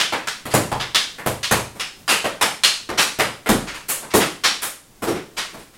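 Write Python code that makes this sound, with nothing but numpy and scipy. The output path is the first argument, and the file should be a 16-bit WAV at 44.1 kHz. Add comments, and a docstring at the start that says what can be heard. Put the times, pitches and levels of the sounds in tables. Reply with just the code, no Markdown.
"""A hard-walled hall with a sprung wooden floor, where two fighters spar with rattan sticks.
Each contact is a brief force filtered by the body it excites: stick on stick gives a bright clack,
stick on padded armour a slap and a thud, and glancing strokes scrape over cloth by friction.
Stamping feet set the floor's modes booming. Every blow returns from floor, ceiling and walls
as early reflections and a diffuse tail, over faint room noise."""
import sys
import numpy as np
from scipy import signal
from scipy.fft import rfft, irfft
from scipy.io import wavfile
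from scipy.ndimage import uniform_filter1d

SR = 44100
rng = np.random.default_rng(int(sys.argv[2]) if len(sys.argv) > 2 else 0)


def unload_audio(sound):
    """Save the sound as a 16-bit wav file, at the path given as the first command line argument."""
    columns = np.transpose(np.atleast_2d(sound))
    # keep every value between -1 and 1, then stretch to whole-number steps
    steps = np.round(np.clip(columns, -1, 1) * 32767)
    wavfile.write(sys.argv[1], SR, steps.astype(np.int16))


N = 254744
RING = 32768  # samples in one contact's sound
T = np.arange(RING) / SR
FREQ = np.maximum(np.arange(RING // 2 + 1) * SR / RING, 1)


def undb(db):
    """Amplitude grows tenfold for every 20 dB."""
    return 10 ** (np.asarray(db) / 20)


def unit(x):
    """Energy is the sum of squares; scale it to one."""
    return x / np.sqrt(np.sum(x ** 2))


def along(hz, points):
    """Pitch is logarithmic: interpolate (Hz, value) points over log frequency."""
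    f, value = np.transpose(points)
    return np.interp(np.log(hz), np.log(f), value)


def add(out, start_s, sound):
    """Superposition: mix a sound in, unit energy counting as unit rms over a twentieth of a second."""
    i = max(int(start_s * SR), 0)
    out[i:i + len(sound)] += np.sqrt(SR / 20) * sound[:N - i]


def minimum_phase(gain):
    """Causality: the spectrum with this gain whose response starts at once and then rings out."""
    cepstrum = irfft(np.log(gain + 1e-7), RING)
    cepstrum[1:RING // 2] *= 2
    cepstrum[RING // 2 + 1:] = 0
    return np.exp(rfft(cepstrum))


def resonance(hz, width_hz, lift_db):
    """A damped mode makes a Lorentzian peak or dip in a flat spectrum."""
    return np.sqrt(1 + (undb(lift_db) ** 2 - 1) / (1 + (2 * (FREQ - hz) / width_hz) ** 2))


def chatter(envelope, grain_db):
    """Dense small contacts of uneven size sum to a grainy noise."""
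    noise, size = rng.standard_normal((2, RING))
    return unit(envelope * noise * undb(grain_db * size))


# The hall's background spectrum. Each row: frequency in Hz, relative spectral density in dB.
AIR_SPECTRUM = [(25, 1), (60, -6), (120, -2), (300, -6), (1000, -15), (3000, -21), (8000, -20),
                (15000, -25.5)]
def air(level_db=-50, stir_db=2):
    """Amplitude modulation: faint room noise stirs slowly with the moving clothes."""
    hz = np.maximum(np.arange(N // 2 + 1) * SR / N, 1)
    noise = irfft(rfft(rng.standard_normal(N)) * undb(along(hz, AIR_SPECTRUM)), N)
    knots = np.arange(0, N + SR, SR // 10)
    stir = np.interp(np.arange(N), knots, rng.standard_normal(len(knots)))
    return noise / noise.std() * undb(level_db + stir_db * stir)


# The hall's decay. Each row: frequency in Hz, reverberation time (60 dB fall) in seconds.
HALL_DECAY = [(100, 0.42), (260, 0.41), (700, 0.36), (1800, 0.37), (4800, 0.42), (9000, 0.41),
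              (14000, 0.27)]
# Standing waves that colour the tail. Each row: frequency in Hz, width in Hz, lift in dB.
HALL_MODES = [(208, 84, 2), (247, 18, -4.5), (316, 7, 3.5), (433.6, 11.2, 5.5), (540, 110, 3),
              (750, 7.6, -2)]
def hall_tail(force, build_s=0.0038):
    """Reverberation: a contact's power fills the hall, then decays exponentially band by band."""
    colour = np.prod([resonance(*mode) for mode in HALL_MODES], axis=0)
    noise = rfft(chatter(1, grain_db=2)) * colour
    filled = signal.fftconvolve(force ** 2, np.exp(-T / build_s) * T)[:RING].clip(0)
    tail = 0
    for hz, t60 in HALL_DECAY:
        band = along(FREQ, [(f, f == hz) for f, _ in HALL_DECAY])
        kept_per_sample = undb(-60 / (t60 * SR)) ** 2
        power = signal.lfilter([1], [1, -kept_per_sample], filled)
        tail = tail + irfft(noise * band, RING) * np.sqrt(power)
    return unit(tail)


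# Echoes off floor, ceiling and walls. Each row: delay in seconds, level in dB re the direct sound.
ECHOES = [(.0029, 3.5), (.0099, -5.5), (0.0116, 5), (0.014, -5), (0.0215, -2.5), (.026, -10)]
def early_sound(force):
    """Reflection: delayed copies follow the direct sound, their paths varying as the fighters move."""
    paths = np.zeros(RING)
    paths[0] = 1
    for delay_s, db in ECHOES:
        delay_s *= 1 + 0.05 * rng.standard_normal()
        paths[int(abs(delay_s) * SR)] += undb(db)
    return unit(signal.fftconvolve(force, paths)[:RING])


def across_hall(force, body_gain, early_db):
    """Source and filter: the force, early sound plus tail, sets the timing; the body sets the colour."""
    early = undb(early_db)
    heard = (early * rfft(early_sound(force)) + rfft(hall_tail(force))) / np.sqrt(1 + early ** 2)
    # level the broad trend below 1 kHz: the bass belongs to the blow, whatever path it takes
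    bass = 1 / (1 + (FREQ / 1000) ** 4)
    trend = uniform_filter1d(np.abs(heard) ** 2, size=200) ** bass
    fade = np.minimum(1, 10 * (1 - T / T[-1]))
    return fade * irfft(heard * minimum_phase(body_gain / np.sqrt(trend)), RING)


def floor_mode(hz, t60, push_s=0.0015):
    """Damped oscillation: one mode of the floor, pushed softly by a heel."""
    hz *= 1 + 0.023 * rng.standard_normal()
    onset = 1 - np.exp(-T / push_s)
    return np.sin(2 * np.pi * hz * T) * undb(-60 * T / t60) * onset


# Floorboard modes. Each row: frequency in Hz, time to fall 60 dB in seconds, relative level in dB.
BOARD_MODES = [(78.4, 0.66, -19), (107.5, 0.53, -13), (133.8, 0.52, -11.5)]
# Heavy steps. Each row: start in seconds, boom level in dB, board level in dB.
STEPS = [(0.454, -56, -37), (0.539, -51, -24.5), (0.723, -38, -29.5), (1.263, -44, -27.5),
         (1.517, -38, -25), (2.898, -46, -43), (3.188, -57, -32.5), (3.497, -29.5, -29), (4.14, -47, -51),
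         (5.049, -47, -46)]
def steps(boom_hz=40, boom_t60=0.64):
    """Modal vibration: under a heel the whole sprung floor booms and the boards ring higher."""
    out = np.zeros(N)
    for start_s, boom_db, board_db in STEPS:
        boards = sum(undb(db) * floor_mode(hz, t60) for hz, t60, db in BOARD_MODES)
        boom = floor_mode(boom_hz, boom_t60)
        add(out, start_s, undb(boom_db) * unit(boom) + undb(board_db) * unit(boards))
    return out


# What each material radiates. Each lists, in dB: body thud, pad slap, wood knock, stick crack, hiss.
PADDING = (0, -3.1, -31, -20, -24)
FIRM_GUARD = (-10, 1.14, -0.3, -9.5, -24)
BARE_STICK = (-32.5, -21.5, -7, 4.5, -14)
CLOTH = (-40, -12, -16, -8, 1.5)
def material_levels(strength_db, hardness, cloth_db, full_blow_db=-17.5):
    """Harder spots and stronger blows radiate more treble; brushed cloth adds its own power."""
    by_band = zip(PADDING, FIRM_GUARD, BARE_STICK)
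    thud, slap, knock, crack, hiss = (np.interp(hardness, [0, 0.5, 1], dbs) for dbs in by_band)
    bright_db = 0.57 * (strength_db - full_blow_db)
    spot = undb(strength_db) * undb([thud, slap, knock, crack + bright_db, hiss + bright_db])
    return 20 * np.log10(np.hypot(spot, undb(cloth_db) * undb(CLOTH)))


# Bands of thud, slap, knock, crack and hiss. Each row: low edge in Hz, high edge in Hz, slope exponent.
BODY_BANDS = [(162, 296, 3.37), (383, 1030, 3.1), (1000, 2750, 8.2), (2300, 5320, 5.96),
              (6995, 11500, 11.8)]
def struck_body(levels_db, ring):
    """Incoherent bands add in power, each shaped by the resonances, to give the struck body's gain."""
    *_, crack_db, hiss_db = levels_db
    hiss_stretch = 2 ** (0.025 * np.clip(hiss_db - crack_db, -6, 7))  # cloth hisses higher than wood
    power = 0
    for (low, high, slope), db, stretch in zip(BODY_BANDS, levels_db, [1, 1, 1, 1, hiss_stretch]):
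        band = ring ** 2 / (1 + (low / FREQ) ** slope) / (1 + (FREQ / (high * stretch)) ** slope)
        power = power + undb(db) ** 2 * band / band.mean()
    return np.sqrt(power)


# Bending modes of a rattan stick. Each row: frequency in Hz, width in Hz, greatest lift or dip in dB.
STICK_MODES = [(780, 57, 4), (1370, 190, 1.5), (2000, 130, 0.5), (2680, 120, -6.5), (3700, 450, 3.5),
               (5340, 210, 9.5)]
def stick_ring(overtone_db=1.0):
    """Bending modes shift with the grip and vary with the contact point; knotty cane adds overtones."""
    grip = 1 + 0.13 * rng.standard_normal()
    modes = [resonance(hz * grip, width, db * rng.uniform(0.19, 1)) for hz, width, db in STICK_MODES]
    grid_hz = np.arange(0, SR / 2, 70)
    ripple = rng.standard_normal(len(grid_hz)) * (grid_hz > STICK_MODES[0][0])
    return np.prod(modes, axis=0) * undb(overtone_db * np.interp(FREQ, grid_hz, ripple))


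# Glancing strokes and scuffs. Each row: start in seconds, strength in dB, hardness from 0 to 1,
# cloth level in dB.
SWIPES = [(.5, -29, 0.9, -41), (1.746, -40.5, 0.08, -52), (2.974, -14.5, 0.71, -28), (2.998, -30, 1, -29.5),
          (3.666, -27.5, 0.77, -58), (3.736, -31.5, 0.8, -46), (3.883, -29.5, 0.61, -22.5),
          (4.018, -36.5, 0.3, -61), (4.143, -48, .85, -22), (4.196, -19, 0.64, -50),
          (4.616, -26.5, 0.71, -26.5), (5.147, -33.5, 0.77, -59), (5.366, -22, 0.78, -37.5),
          (5.528, -37.5, 0.16, -51.5), (5.585, -43, 1, -52.5), (5.729, -46, 1, -60)]
def swipes(swell_s=0.007):
    """Sliding friction: sticks, sleeves and soles shed grains of force that swell and fade."""
    out = np.zeros(N)
    for start_s, strength_db, hardness, cloth_db in SWIPES:
        force = chatter(T * np.exp(-T / swell_s), grain_db=0.5)
        gain = struck_body(material_levels(strength_db, hardness, cloth_db), stick_ring())
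        add(out, start_s, across_hall(force, gain, early_db=-6))
    return out


# Direct blows. Each row: start in seconds, contact time in seconds, strength in dB, hardness from
# 0 (padding) to 1 (bare stick), cloth level in dB, ring frequency in Hz, ring lift in dB.
STRIKES = [(.001, 0.0015, -17.5, 0.8, -35, 3170, 4), (0.1243, 0.0073, -23.3, .5, -42.5, 890, 3.5),
           (.273, 0.00091, -22.5, 0.79, -36.5, 1550, 5), (.455, 0.0047, -30.5, 0.36, -40.5, 300, 7),
           (0.5393, .0024, -13.5, 0.15, -22.5, 600, 4.5), (.7168, 0.0014, -22, 0.35, -42, 895, 13),
           (.798, 0.015, -23, 0.74, -48, 3700, 5), (.947, 0.0014, -15.5, 0.83, -31.5, 3530, 4.5),
           (1.184, 0.0059, -33.7, 0.42, -48.5, 1960, 12), (1.2621, 0.0012, -19.5, .25, -29, 596, 7.5),
           (1.431, 0.0085, -23, .96, -38, 2800, 2.5), (1.512, 0.0033, -15.5, 0.37, -23, 1000, 0.5),
           (1.797, 0.0078, -23.5, 0.85, -39.5, 2730, 5.5), (2.079, 0.0067, -19.5, 0.71, -31.5, 1240, 8),
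           (2.089, 0.027, -15.5, 0.66, -23.5, 2760, 8), (2.243, 0.01, -21.5, 0.41, -37.5, 594, 7.5),
           (2.412, 0.011, -16, .61, -24, 890, 6.5), (2.6358, 0.0023, -14.5, 0.87, -23.5, 1410, 2.5),
           (2.891, 0.0024, -25, 0.28, -46.5, 344, 6), (3.188, 0.0023, -24.3, 0.36, -34, 555, 10),
           (3.196, 0.0067, -18.5, 0.55, -30, 2080, 2.5), (3.46, 0.024, -26.5, 0.51, -38.5, 464, 10),
           (3.49, .0036, -12.5, 0.13, -24, 247, 10.5), (4.105, 0.0075, -32, 0.9, -62, 2000, 2),
           (4.138, .011, -11.5, 0.09, -26, 384, 8.5), (4.437, 0.022, -15, 0.77, -31, 4000, 4),
           (5.021, 0.019, -24, 0.14, -36, 414, 2), (5.072, 0.022, -19, .03, -39, 380, 13)]
def strikes(relative_width=0.18, damping_hz=35, early_db=-4):
    """Impact excitation: a snap and a short chatter ring the struck pad or stick at its own pitch."""
    out = np.zeros(N)
    beam_db = 3 * np.exp(-np.log(FREQ / 800) ** 2)  # flat pads beam their middle tones across the hall
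    treble_db = along(FREQ, [(2500, 0), (10000, 4)])  # walls and air soak up the tail's treble
    for start_s, contact_s, strength_db, hardness, cloth_db, hz, lift_db in STRIKES:
        force = chatter(np.exp(-T / contact_s), grain_db=7.5)
        force[0] += 1.7 / (1 + (contact_s / 0.006) ** 2)  # the snap, softer in long contacts
        ring = stick_ring() * resonance(hz, relative_width * hz + damping_hz, lift_db)
        gain = struck_body(material_levels(strength_db, hardness, cloth_db), ring)
        add(out, start_s, across_hall(force, gain, early_db + beam_db + treble_db))
    return out


def scene():
    """Superposition: blows, glancing strokes, footwork and room noise sum in one channel."""
    return (strikes() + swipes() + steps() + air())[None]


def record(dry, top_hz=15900):
    """Soft saturation rounds the sharpest peaks, and a steep low-pass cuts the highest treble."""
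    lowpass = signal.ellip(10, 0.2, 80, top_hz, fs=SR, output="sos")
    return signal.sosfilt(lowpass, np.tanh(dry))


dry = scene()
out = record(dry)
unload_audio(out)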